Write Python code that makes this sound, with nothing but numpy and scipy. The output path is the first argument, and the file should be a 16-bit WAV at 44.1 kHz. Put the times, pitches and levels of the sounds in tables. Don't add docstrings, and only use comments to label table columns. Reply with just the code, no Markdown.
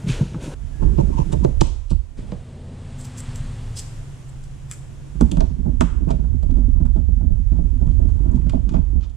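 import sys
import numpy as np
from scipy import signal
from scipy.fft import rfft, irfft, next_fast_len
from scipy.io import wavfile
from scipy.ndimage import uniform_filter1d

SR = 44100
rng = np.random.default_rng(int(sys.argv[2]) if len(sys.argv) > 2 else 0)


def generate_wav(sig):
    pcm = np.round(np.clip(np.atleast_2d(sig).T, -1, 1) * 32767).astype(np.int16)
    wavfile.write(sys.argv[1], SR, pcm)


N = 403956

# (time [s], level at 2.5-6 kHz [dB], at 1.2-2.5 kHz [dB], at 6-10 kHz [dB], length [s])
TRAY_CLICKS = [(0.3448, -47, -36.5, -58, 0.019), (0.986, -40, -41, -57, 0.039),
               (1.329, -28.5, -33.5, -26, 0.032), (1.443, -37, -40, -32, 0.012),
               (1.4484, -26.5, -32, -33, 0.0072), (1.6095, -22, -35, -29, 0.025),
               (1.6127, -12, -22.5, -13, 0.0094), (1.6152, -14, -32, -24, 0.014),
               (1.6215, -27, -43, -22.5, 0.005), (1.634, -47, -49, -39, 0.02),
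               (1.659, -45, -52, -45, 0.0087), (1.6715, -46, -51, -33, 0.012),
               (1.9024, -43, -62, -62, 0.031), (1.913, -31, -47, -33, 0.052),
               (2.32, -33.5, -34.5, -64, 0.014)]
# (time [s], level at 2.5-6 kHz [dB], at 1.2-2.5 kHz [dB],
# at 6-10 kHz [dB], length [s])
CASE_CLICKS = [(4.7132, -27, -31, -18, 0.0068), (4.7208, -45, -54, -30, 0.034),
               (5.2088, -26.5, -29.5, -23, 0.031), (5.2175, -40, -48, -33, 0.01),
               (5.2255, -48, -53, -40, 0.0065), (5.315, -24.5, -37, -24, 0.04),
               (5.3705, -32.5, -33, -33, 0.025), (5.406, -28, -30.5, -31.5, 0.043),
               (5.8055, -37, -38, -30, 0.02), (5.8088, -15.5, -13, -17, 0.034),
               (5.816, -28, -23, -30, 0.035), (5.8215, -31, -32, -36, 0.02), (6.091, -49, -39, -45, 0.016),
               (6.105, -31, -33.5, -35.5, 0.067), (6.429, -42, -47, -42.5, 0.03),
               (6.508, -46, -46.5, -48, 0.045), (6.854, -46.5, -47, -48, 0.082),
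               (6.96, -50, -63, -51, 0.14), (7.521, -50, -44.5, -60, 0.053), (7.912, -45, -65, -53, 0.055),
               (8.014, -54, -47, -71, 0.033), (8.293, -64, -41, -80, 0.063), (8.315, -57, -58, -45, 0.033),
               (8.4144, -69, -47, -84, 0.033), (8.468, -47, -43, -54, 0.02),
               (8.495, -31.5, -32.5, -35.5, 0.039), (8.546, -44, -42, -60, 0.096),
               (8.692, -32, -37, -38, 0.047), (8.702, -52, -52, -64, 0.035), (8.7395, -39, -37, -54, 0.17),
               (9.0079, -46, -54, -74, 0.1), (9.028, -44, -46.5, -66, 0.085), (9.0405, -42, -57, -63, 0.08),
               (9.097, -45.5, -55, -46.5, 0.089)]
# (time [s], level at 2.5-6 kHz [dB], at 1.2-2.5 kHz [dB],
# at 6-10 kHz [dB], length [s])
CLINKS = [(2.9904, -59, -65, -42.5, 0.054), (3.0114, -47, -66, -37, 0.093), (3.0514, -41, -64, -34.5, 0.1),
          (3.184, -39, -55, -34, 0.076), (3.2024, -44, -47, -33, 0.042), (3.359, -35.5, -50, -30.5, 0.009),
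          (3.367, -58, -65, -41.5, 0.12), (3.7735, -30, -54, -28.5, 0.071), (3.792, -27.5, -48, -24, 0.079),
          (4.292, -61, -68, -47, 0.051), (4.4398, -51, -65, -46.5, 0.062), (4.7206, -38, -41.5, -34, 0.14)]
# (frequency [Hz], width [Hz], level [dB])
TRAY_MODES = [(1190, 180, 10), (1710, 330, -7), (2940, 590, 5.5), (3440, 260, -4), (4020, 470, 7),
              (4900, 890, -3), (5950, 540, -2), (6820, 500, 5), (7500, 710, 7), (9300, 1200, -17),
              (14200, 1300, -5)]
# (frequency [Hz], width [Hz], level [dB])
CASE_MODES = [(1170, 93, 10.5), (1290, 50, 8), (1460, 200, 2.5), (1780, 130, -2), (2130, 60, 0),
              (2500, 100, 7.5), (2960, 300, 2), (3220, 90, 8), (3456, 100, 8), (4300, 1600, -0.5),
              (5760, 360, -3), (6680, 540, 4.5), (7400, 450, 5), (9460, 730, -16), (12400, 2000, -29)]
# (frequency [Hz], width [Hz], level [dB])
STEEL_MODES = [(1880, 730, -21), (3350, 89, -10), (5130, 310, -8.5), (6300, 680, -12.5), (7030, 160, -4),
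               (7560, 230, 8), (7960, 100, 6), (8550, 180, -8), (12150, 900, -36), (14400, 900, -35)]
# (time [s], thump level [dB], knock level [dB], clack level [dB],
# left minus right of the thump [dB], rattle length [s])
KNOCKS = [(0.028, -15.5, -59, -61, 2, 0.021), (0.068, -11.5, -55, -72, 7, 0.083),
          (0.097, -10.5, -50, -65, -1, 0.05), (0.212, -4.5, -44.5, -41, 1, 0.16),
          (0.3455, -18.5, -23, -32.5, -1.5, 0.045), (0.826, -13.5, -15.5, -35.5, -13, 0.16),
          (0.986, -8, -9, -41, -13, 0.28), (1.193, -9.5, -12.5, -47, -14, 0.072),
          (1.334, -12.5, -15.5, -56, -13, 0.11), (1.449, -6.5, 0.5, -43, -15, 0.077),
          (1.6155, -10, -3, -15.5, -19, 0.016), (1.912, -12.5, -18.5, -37, -11, 0.11),
          (2.325, -18, -25, -43, -8, 0.072), (5.148, -23, -30.5, -60, -11, 0.14),
          (5.211, -7, -6.5, -23, -8, 0.11), (5.319, -15.5, -18, -52, -9, 0.2),
          (5.372, -13.5, -17, -33.5, -3, 0.11), (5.408, -23, -13, -31.5, -10, 0.16),
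          (5.59, -19.5, -44, -69, -9, 0.081), (5.66, -14.5, -22.5, -47.5, -11, 0.22),
          (5.811, -10, -5.5, -19, -17, 0.092), (6.02, -20, -28, -65, -8, 0.1),
          (6.074, -15, -18, -45, -15, 0.096), (6.106, -17, -14.5, -45, -7, 0.19),
          (6.241, -22.5, -28, -49, -7, 0.073), (6.342, -19, -36, -55, -16, 0.085),
          (6.433, -24.5, -23.5, -57, -6, 0.068), (6.492, -20, -24, -59, -11, 0.14),
          (6.569, -21, -27.5, -49, -14, 0.3), (6.756, -30, -30, -49, -11, 0.23),
          (6.804, -16, -28, -48, -10, 0.22), (6.85, -22, -34, -44, -14, 0.17),
          (6.961, -16.5, -21.5, -42.5, -13, 0.17), (7.089, -22.5, -25, -55.5, -13, 0.06),
          (7.208, -19, -29, -49, -14, 0.3), (7.301, -22.5, -32.5, -69, -13, 0.19),
          (7.519, -17, -26.5, -59, -8, 0.18), (7.588, -17, -25.5, -62, -11, 0.19),
          (7.816, -17.5, -25.5, -51, -18, 0.19), (7.863, -16, -29, -70, -9, 0.2),
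          (7.996, -21.5, -23.5, -59, -18, 0.25), (8.257, -22, -27, -47, -9, 0.21),
          (8.345, -11.5, -27, -59, -10, 0.16), (8.466, -15.5, -24, -60, -9, 0.067),
          (8.536, -15.5, -15, -62, -13, 0.16), (8.742, -15, -14, -35.5, -24, 0.17),
          (8.95, -23, -31, -55, -12, 0.3)]
# (frequency [Hz], width [Hz], level driven from the tray [dB],
# level driven from the keyboard [dB], left port's motion relative to the right's [ratio])
STAND_MODES = [(32.3, 7.6, 3.5, -12.5, 0.2), (48.9, 7.6, 2, 0, 0.24), (67.4, 37, -0.5, -5.5, -0.05),
               (127, 31, 0, -3.5, 0.24), (166.1, 9.1, -33, -6, -0.9), (234.3, 21.5, -14, -7.5, -0.4),
               (317, 28, -5, -18.5, -0.58), (427, 300, -25.5, -31, -3), (575.5, 23, -15.5, -13.5, -0.42),
               (639, 49, -25, -13.5, -0.54), (876, 96, -26, -33.5, 5), (1028, 37, -13.5, -23, -0.76),
               (1150, 190, -60, -39, -5), (1430, 170, -51, -38.5, 4)]
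# (time [s], level [dB])
BUMPS = [(0.354, -14.5), (0.632, -29.5), (.70, -36), (0.753, -33.5), (0.906, -26.5), (1.034, -17.5),
         (1.08, -16.5), (1.148, -16), (1.217, -18.5), (1.268, -17.5), (1.301, -20), (1.359, -18),
         (1.394, -33), (1.426, -12.5), (1.483, -18), (1.618, -9), (1.666, -21.5), (5.174, -37),
         (5.218, -0.5), (5.33, -11), (5.379, -8.5), (5.434, -19.5), (5.507, -17.5), (5.544, -28),
         (5.691, -19), (5.731, -20), (5.778, -36), (5.827, -10), (5.844, -14.5), (5.99, -31),
         (6.033, -20.5), (6.136, -32), (6.197, -24), (6.269, -25), (6.519, -14), (6.548, -23), (6.592, -15),
         (6.63, -19.5), (6.683, -14.5), (6.763, -23), (6.816, -17), (6.897, -30), (6.98, -15.5),
         (7.019, -33), (7.103, -20), (7.135, -28), (7.176, -20.5), (7.249, -20.5), (7.276, -20.5),
         (7.322, -26.5), (7.399, -21), (7.544, -18.5), (7.57, -25), (7.619, -26), (7.675, -28.5),
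         (7.725, -29), (7.762, -21), (7.83, -21), (7.89, -27.5), (7.929, -25), (8.02, -21.5),
         (8.049, -16.5), (8.082, -27.5), (8.145, -26.5), (8.193, -21.5), (8.286, -21.5), (8.311, -22),
         (8.43, -21.5), (8.547, -15), (8.559, -14.5), (8.578, -33.5), (8.606, -31.5), (8.636, -28.5),
         (8.674, -22.5), (8.716, -15), (8.761, -13.5), (8.778, -15.5), (8.79, -17.5), (8.901, -29),
         (8.976, -28)]
# (time [s], sway level [dB], grip friction level [dB])
TRAY_EFFORT = [(0, -51, -54), (.08, -32.5, -43), (.5, -36.5, -35.5), (.64, -28.5, -51), (.76, -29.5, -42.5),
               (.87, -18.5, -29.5), (1.02, -21.5, -28), (1.3, -24.5, -24.5), (1.48, -21, -38),
               (1.66, -20, -40.5), (1.83, -31.5, -64), (1.96, -20.5, -64), (2.08, -36, -60),
               (2.15, -43, -57), (2.19, -39, -38), (2.42, -42, -59)]
# (time [s], sway level [dB], grip friction level [dB])
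CASE_EFFORT = [(3.95, -48.5, -60), (5.11, -40, -51), (5.17, -29.5, -47), (5.24, -13.5, -31),
               (5.31, -29.5, -35), (5.4, -15.5, -33), (5.57, -29.5, -40), (5.69, -19, -33.5),
               (5.84, -19.5, -48), (5.91, -22.5, -41.5), (6.05, -23.5, -35.5), (6.4, -21.5, -41),
               (6.55, -16, -38), (6.72, -18, -43.5), (7.45, -19, -47), (7.75, -17.5, -39),
               (8.3, -18.5, -34.5), (8.6, -21, -40.5), (8.98, -18, -39), (9.04, -30, -53), (9.16, -34, -52)]
# (time [s], depth [dB], half length [s])
EASES = [(1.56, -5.5, 0.027), (5.465, -1, 0.011), (5.735, -6, 0.014), (5.9, -4.5, 0.023),
         (6.405, -7, 0.013), (6.93, -11, .015), (7.05, -6, 0.024), (7.45, -7, 0.028), (7.71, -6, 0.016),
         (7.96, -11, 0.012), (8.11, -9, 0.015), (8.86, -2.5, 0.027)]
# (time [s], level [dB], half length [s])
PRIES = [(6.103, -51.5, 0.015), (6.58, -64, 0.018), (7.573, -65, 0.018), (7.88, -65, 0.02),
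         (8.093, -59.5, 0.0078), (8.317, -66, 0.024), (8.359, -62, 0.016), (8.54, -59, 0.018),
         (8.745, -60, 0.036), (9.048, -74, 0.027)]
# (time [s], level [dB], half length [s])
DRAGS = [(0.832, -41.5, 0.0095), (1, -37.5, 0.014), (1.141, -43.5, 0.01), (1.182, -34, 0.0083),
         (1.209, -36, 0.013), (1.333, -44, 0.014), (1.44, -40, 0.0075), (1.673, -47, 0.0093)]
# (frequency [Hz], level [dB])
JUDDER_SPECTRUM = [(300, -22), (560, -6), (780, -28), (860, -3.5), (925, 5), (985, -6), (1065, -2),
                   (1150, -26), (2100, -34), (2750, -24.5), (3400, -34.5), (7000, -30), (11000, -51),
                   (15000, -79)]
# (time [s], level [dB])
SLIDE_LEVEL = [(0, -63), (.06, -55), (.088, -33.5), (.135, -37), (.16, -40), (.24, -47), (.39, -55.5),
               (.42, -45.5), (.46, -43), (.5, -50.5), (.542, -48.5), (.552, -90)]
# (frequency [Hz], level [dB])
SCRAPE_SPECTRUM = [(240, -39.5), (400, -2.5), (593, -23.5), (690, -28), (1500, -15.5), (1970, -17),
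                   (2470, -14), (3610, -16), (4960, -21), (6510, -20), (9810, -27), (15000, -56)]
# (time [s], level [dB])
SKIM_LEVEL = [(.405, -70), (.43, -49), (.46, -54), (.5, -53), (.544, -59), (.552, -97)]
# (frequency [Hz], level [dB])
SKIM_SPECTRUM = [(2500, -29.5), (5500, -7), (7000, 1), (10000, -1.5), (11500, -19.5), (14500, -17.5),
                 (15500, -39)]
# (time [s], level [dB])
SLEEVE_LEVEL = [(0, -51), (.07, -45), (.2, -35.5), (.28, -50.5), (.34, -49), (.38, -43), (.45, -39),
                (.5, -36.5), (.543, -37.5), (.551, -85)]
# (frequency [Hz], level [dB])
CLOTH_SPECTRUM = [(120, -36), (250, -1.5), (400, 0.5), (580, -2), (720, -14), (950, -8.5), (1200, -24),
                  (1500, -11), (2200, -51), (5000, -62.5)]
# (time [s], level [dB])
GRIT_LEVEL = [(.07, -60), (.088, -47), (.115, -38), (.14, -38), (.16, -49), (.2, -64)]
# (frequency [Hz], width [Hz], level [dB])
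RIDGE_MODES = [(2430, 270, 0.5), (3140, 340, -4), (3440, 260, -5), (4430, 210, -12)]
# (time [s], level [dB])
SQUEAK_LEVEL = [(.71, -75), (.74, -59), (.84, -61), (.93, -62), (.96, -76)]
# (time [s], level [dB])
TRAY_RINGS = [(0.214, -3), (1.456, 2), (2.322, 0.5)]
# (frequency [Hz], width [Hz], level [dB])
HOLLOW_MODES = [(488, 19, -55), (582, 21, -61), (640, 8.2, -73), (927, 32, -77)]
# (time [s], castor roll level [dB], wheel rattle level [dB], rustle level [dB])
CHAIR_LEVELS = [(2.18, -28.5, -46, -52.5), (2.25, -38, -45, -57.5), (2.41, -49, -50.5, -57.5),
                (2.56, -35, -44.5, -57.5), (2.74, -38.5, -44, -56), (3, -37.5, -47.5, -51.5),
                (3.31, -30, -46, -47.5), (3.67, -30.5, -48.5, -52.5), (4.11, -34.5, -62, -68),
                (4.5, -36.5, -64, -85), (4.95, -36, -57.5, -73), (5.12, -38, -58, -83)]
# (frequency [Hz], level [dB])
ROLL_SPECTRUM = [(15, -10), (25, 11), (44, -6.5), (65, -1.5), (80, -3), (92, -0.5), (108, 0.5), (125, 1),
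                 (140, 1.5), (165, -10.5), (210, -33), (320, -57), (600, -91)]
# (frequency [Hz], level [dB])
WHEEL_SPECTRUM = [(120, -20), (200, 7), (250, 0.5), (290, -9), (360, -5), (420, -7), (520, -7.5),
                  (700, -14.5), (1000, -21), (2000, -68.5)]
# (frequency [Hz], level [dB])
RUSTLE_SPECTRUM = [(350, -57.5), (750, -4), (1100, -4), (1700, -6.5), (2400, -8), (3300, -9), (6000, -16),
                   (8500, -13), (11000, -27.5), (14000, -60.5)]
# (frequency [Hz], rms level at the loudest [dB], time of the loudest [s], half length [s])
DRONES = [(83.4, -39, 2.85, 0.37), (83.5, -42, 3.44, 0.15), (108.7, -38, 3.69, 0.29),
          (120.7, -42, 3.13, 0.13), (136.5, -40.5, 4.9, 0.7), (248.4, -54, 3.13, 0.39)]
# (frequency [Hz], level [dB])
HUM_TONES = [(108.7, -55.5), (136, -52), (248.4, -62), (672.9, -75.5), (829.0, -84)]
# (time [s], level [dB])
HUM_LEVEL = [(0, 16.5), (1.9, -6), (2.3, 8), (3, 14), (5.1, -8), (5.3, -0.5), (9.16, 3)]
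# (time [s], level [dB])
AIR_LEVEL = [(0, -48), (.3, -60), (.75, -53.5), (1.25, -50), (1.58, -55.5), (1.95, -62), (2.3, -58.5),
             (3, -80), (3.3, -59), (3.83, -49.5), (4.4, -54), (5.2, -54.5), (5.6, -59), (7.3, -61.5),
             (8.1, -58), (9.16, -63)]
# (frequency [Hz], level [dB])
HISS_SPECTRUM = [(300, 0.5), (710, -5.5), (1200, -9), (2400, -13), (3320, -14), (4200, -19), (7480, -15),
                 (8240, -18.5), (9780, -20.5), (11500, -28), (13500, -36), (15200, -60.5)]
# (frequency [Hz], time to fall 60 dB [s])
WALLS = [(200, 0.39), (1000, 0.68), (3000, 0.56), (8000, 0.51), (14000, 0.52)]
# (time [s], share of the side signal [ratio])
IMAGE_WIDTH = [(0, 0), (.546, 0), (.552, 1), (2.3, 1), (2.5, .35), (3.7, .35), (3.78, 1)]


def amp(db):
    return 10 ** (np.asarray(db) / 20)


def unit(x):
    return x / (np.atleast_2d(x).mean(0).std() + 1e-12)


def peaking(x, db):
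    return x * amp(db) / (np.abs(x.mean(0)).max() + 1e-12)


def along(points, hz):
    f, values = np.transpose(points)
    return np.interp(np.log(hz + 1), np.log(f + 1), values)


def curves(rows):
    s, *columns = np.transpose(rows)
    edges = np.r_[s[0] - .05, s, s[-1] + .1]
    return [np.interp(np.arange(N) / SR, edges, np.r_[-100, c, -100]) for c in columns]


def strokes(rows):
    out, t = np.zeros(N), np.arange(-SR // 4, SR // 4) / SR
    for s, db, half in rows:
        add(out, s + t[0], amp(db) * np.exp(-.5 * (t / half) ** 2))
    return out


def contact(t, lead_in, length):
    return amp(-60 * np.maximum(-t / max(lead_in, .001), t / max(length, .004)))


def wobble(rate):
    fine = signal.resample_poly(rng.standard_normal(int(N * rate / SR) + 4), 8, 1)
    return np.interp(np.arange(N) * 8 * rate / SR, np.arange(len(fine)), fine)


def filtered(x, response):
    n = x.shape[-1]
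    m = next_fast_len(n + 8192)
    return irfft(rfft(x, m) * response(np.fft.rfftfreq(m, 1 / SR)), m)[..., :n]


def passband(lo_hz, hi_hz):
    return signal.butter(3, [lo_hz, hi_hz], 'band', fs=SR, output='sos')


def band(x, lo_hz, hi_hz):
    return signal.sosfilt(passband(lo_hz, hi_hz), x)


def ring(hz, width, db, size=11025):
    t = np.arange(size) / SR
    return amp(db) * width * np.exp(-np.pi * width * t) * np.cos(2 * np.pi * hz * t)


def add(track, s, sound):
    part = track[..., max(round(s * SR), 0):][..., :sound.shape[-1]]
    part += sound[..., :part.shape[-1]]


def ports(pair, width):
    return np.array([pair[0] + width * pair[1], pair[0] - width * pair[1]])


def rush(spectrum, width):
    noise = ports(rng.standard_normal((2, N)), width)
    return unit(filtered(noise, lambda hz: amp(along(spectrum, hz))))


def stand_answer(at_tray, shift=1, damping=1, size=8000):
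    modes = []
    for hz, width, tray_db, case_db, left in STAND_MODES:
        mode = ring(hz * shift, width * damping, tray_db if at_tray else case_db, size=size)
        modes.append(np.outer([left, 1], mode))
    return sum(modes)


def shaken(answer, grip):
    return signal.oaconvolve((grip * rng.standard_normal(N))[None], answer, axes=1)[:, :N]


def clicks(events, modes, detune, crack, width, chatter_db, release, gain_db, lead_share, sizzle_db):
    out, t = np.zeros((2, N)), np.arange(-SR // 25, SR // 12) / SR
    edges = [(1100, 2500), (2500, 6000), (6000, 9800), (10000, 15000)]
    bands = [passband(*pair) for pair in edges]
    for s, mid, low, high, length in events:
        body = sum(ring(hz * (1 + detune * rng.standard_normal()), w, db, size=2000) for hz, w, db in modes)
        body = body / np.linalg.norm(body)
        body[0] += crack
        slips = np.interp(t, t[::40], rng.standard_normal(len(t[::40])))
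        force = ports(rng.standard_normal((2, len(t))), width)
        force = force * amp(chatter_db * slips) * contact(t, lead_share * length, length)
        force = force + release * (t == 0)
        snap = signal.fftconvolve(force, body[None], axes=1)[:, :len(t)]
        for sos, db in zip(bands, (low, mid, high, high + sizzle_db)):
            add(out, s + t[0], peaking(signal.sosfilt(sos, snap), db + gain_db))
    return out


def from_right(x, lag_s=2.4e-5):
    side = np.array([[1], [-1]])
    return filtered(x, lambda hz: np.exp(-1j * np.pi * hz * lag_s * side))


def knocks(rattle, lead_in, thump_db, knock_db, clack_db, firmness=0.85, detune=0.026):
    out, t = np.zeros((2, N)), np.arange(-SR // 25, SR // 5) / SR
    tray_band, case_band = passband(105, 222.4), passband(135, 255.4)
    knock_band, clack_band = passband(286, 660), passband(737, 1440)
    for s, thump, knock, clack, pan, length in KNOCKS:
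        at_tray = s < 4
        blow = amp(firmness * (thump + 25.0)) * (t == 0)
        force = blow + rattle * rng.standard_normal(len(t)) * contact(t, lead_in, length)
        answer = stand_answer(at_tray, 1 + detune * rng.standard_normal(), size=5000)
        shake = signal.fftconvolve(force[None], answer, axes=1)[:, :len(t)]
        low = signal.sosfilt(tray_band if at_tray else case_band, shake[1]) * amp([[pan], [0]])
        add(out, s + t[0] - .003, peaking(low, thump + thump_db))
        add(out, s + t[0] - .001, peaking(signal.sosfilt(knock_band, shake), knock + knock_db))
        add(out, s + t[0], peaking(signal.sosfilt(clack_band, shake), clack + clack_db))
    return out


def bumps(half_s=0.0055, damping=0.9, detune=0.048, pan_db=-9, firm_hz_per_db=3, gain_db=-4.5):
    low_hz, high_hz = 125, 265
    out, t = np.zeros((2, N)), np.arange(-SR // 40, SR // 10) / SR
    usual_db = np.mean([db for s, db in BUMPS])
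    for s, db in BUMPS:
        answer = stand_answer(s < 4, 1 + detune * rng.standard_normal(), damping, size=3500)[1]
        force = rng.standard_normal(len(t)) * np.exp(-.5 * (t / half_s) ** 2)
        firm_hz = max(firm_hz_per_db * (db - usual_db), 0)
        shake = signal.fftconvolve(force, answer)[:len(t)]
        shake = signal.sosfilt(passband(low_hz + firm_hz, high_hz + firm_hz), shake)
        add(out, s + t[0], peaking(shake * amp([[pan_db], [0]]), db + gain_db))
    return out


def handling(effort, slips, at_tray, sway_db, press_db, grind_db, slip_db, lumps_db, surge_db, crackle_db=8):
    sway, press = curves(effort)
    answer = stand_answer(at_tray)
    lowpass = signal.butter(6, 104, fs=SR, output='sos')
    slow = unit(signal.sosfilt(lowpass, band(shaken(answer, 1), 19.3, 90.0)))
    power = np.abs(uniform_filter1d(slow.mean(0) ** 2, size=3000))
    slow = slow / np.sqrt(power + 0.014)
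    unevenness_db = lumps_db * np.tanh(wobble(45)) + crackle_db * np.tanh(wobble(350))
    friction = shaken(answer, amp(unevenness_db))
    grind = amp(press + grind_db) + amp(slip_db) * strokes(slips)
    rub = amp(press + press_db) * unit(band(friction, 126, 384))
    rub = rub + grind * unit(band(friction, 480, 1290))
    hold = np.clip(1 - strokes(EASES), 0, 1)
    surge = amp(sway + sway_db + surge_db * np.tanh(wobble(12)))
    return surge * slow * np.sqrt(hold + 0.012) + rub * hold


def prying(rate=900, spread_db=5):
    slips = (rng.random(N) < rate / SR) * amp(spread_db * rng.standard_normal(N))
    ticks = ports(rng.standard_normal((2, N)), .4) * slips
    body = band(sum(ring(*mode) for mode in CASE_MODES), 900, 8000)
    return strokes(PRIES) * unit(signal.oaconvolve(ticks, body[None], axes=1)[:, :N])


def drags(grain_db=3):
    return strokes(DRAGS) * unit(rush(JUDDER_SPECTRUM, width=1.5) * amp(grain_db * wobble(300)))


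def slide(grain_db=0.5, sleeve_db=-1):
    grain = amp(grain_db * wobble(540))
    scrape = amp(curves(SLIDE_LEVEL)[0]) * unit(rush(SCRAPE_SPECTRUM, width=.2) * grain)
    skim = amp(curves(SKIM_LEVEL)[0]) * rush(SKIM_SPECTRUM, width=.2)
    sleeve = amp(curves(SLEEVE_LEVEL)[0] + sleeve_db) * rush(CLOTH_SPECTRUM, width=.3)
    return scrape + skim + sleeve


def grit(rate=520, spread_db=4.5):
    catches = (rng.random(N) < rate / SR) * amp(spread_db * rng.standard_normal(N))
    ticks = ports(rng.standard_normal((2, N)), .2) * catches
    body = band(sum(ring(*mode, size=1000) for mode in RIDGE_MODES), 1900, 4000)
    return amp(curves(GRIT_LEVEL)[0]) * unit(signal.oaconvolve(ticks, body[None], axes=1)[:, :N])


def tray_tones(squeak_hz=1680, waver=1.6):
    t = np.arange(N) / SR
    out = amp(curves(SQUEAK_LEVEL)[0]) * np.sin(2 * np.pi * squeak_hz * t + waver * wobble(60))
    hollow = band(sum(ring(*mode) for mode in HOLLOW_MODES), 360, 1550)
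    for s, db in TRAY_RINGS:
        add(out, s, amp(db) * hollow)
    return out


def chair(roll_db=-1, wheel_db=1, rustle_db=0):
    roll, wheels, rustle = curves(CHAIR_LEVELS)
    rumble = amp(roll + roll_db) * rush(ROLL_SPECTRUM, width=0.12)
    rattle = amp(wheels + wheel_db) * rush(WHEEL_SPECTRUM, width=0.04)
    return rumble + rattle + amp(rustle + rustle_db) * rush(RUSTLE_SPECTRUM, width=.15)


def drones(drift=0.89):
    t = np.arange(N) / SR
    out = np.zeros(N)
    for hz, db, s, half in DRONES:
        swell = np.exp(-.5 * ((t - s) / half) ** 2)
        tone = np.sqrt(2) * np.sin(2 * np.pi * hz * t + drift * wobble(3.1))
        out += amp(db) * swell * tone
    return out


def hum(drift=0.28, hum_db=-2):
    t = np.arange(N) / SR
    out = np.zeros(N)
    for hz, db in HUM_TONES:
        out += amp(db) * np.sqrt(2) * np.sin(2 * np.pi * hz * t + drift * wobble(4.8))
    return amp(curves(HUM_LEVEL)[0] + hum_db) * out


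def air(hiss_db=1):
    return amp(curves(AIR_LEVEL)[0] + hiss_db) * rush(HISS_SPECTRUM, width=0.72)


def room(x, width=0.86):
    hz, t, z = signal.stft(x.mean(0), SR, nperseg=256)
    delay = t[:SR // 128]
    decay = amp(-120 * delay / along(WALLS, hz)[:, None]) * (delay > .007)
    decay = decay / decay.sum(1, keepdims=True)
    power = signal.fftconvolve(np.abs(z) ** 2, decay, axes=1)[:, :len(t)]
    scatter = signal.stft(ports(rng.standard_normal((2, N)), width), SR, nperseg=256)[2]
    tail = scatter / scatter.std() * np.sqrt(np.abs(power))
    return signal.istft(tail, SR, nperseg=256)[1][:, :N]


def scene(click_room_db=-8, knock_room_db=-14):
    snaps = clicks(TRAY_CLICKS, TRAY_MODES, detune=0.042, crack=0.067, width=0.094, chatter_db=7,
                   release=3.0, gain_db=-2.0, lead_share=1.0, sizzle_db=-38.5)
    snaps = snaps + clicks(CASE_CLICKS, CASE_MODES, detune=0.013, crack=0.12, width=0.39, chatter_db=6.0,
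                           release=5.7, gain_db=-2.0, lead_share=0.08, sizzle_db=-24.5)
    clinks = clicks(CLINKS, STEEL_MODES, detune=0.0082, crack=0.046, width=0.17, chatter_db=4.0,
                    release=1.7, gain_db=3, lead_share=0.67, sizzle_db=-14.5)
    airborne = from_right(snaps) + clinks + prying() + tray_tones()
    blows = knocks(rattle=0.3, lead_in=0.012, thump_db=-2.0, knock_db=-10.5, clack_db=-1.0)
    wet = room(amp(click_room_db) * airborne + amp(knock_room_db) * band(blows, 300, 1600))
    hands = handling(TRAY_EFFORT, DRAGS, True, sway_db=2.5, press_db=-3, grind_db=-30.0,
                     slip_db=-31, lumps_db=11, surge_db=4.0)
    hands = hands + handling(CASE_EFFORT, PRIES, False, sway_db=1.46, press_db=0.5, grind_db=-24.5,
                             slip_db=5.0, lumps_db=3.5, surge_db=1.5)
    contacts = airborne + blows + bumps() + hands + drags() + slide() + grit()
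    return contacts + wet + chair() + drones() + hum() + air()


def record(dry, top_hz=15200):
    mid = dry.mean(0)
    pair = mid + (dry - mid) * np.interp(np.arange(N) / SR, *np.transpose(IMAGE_WIDTH))
    held = pair / (1 + np.abs(pair) ** 8) ** (1 / 8)
    return filtered(held, lambda hz: hz < top_hz)


dry = scene()
out = record(dry)
generate_wav(out)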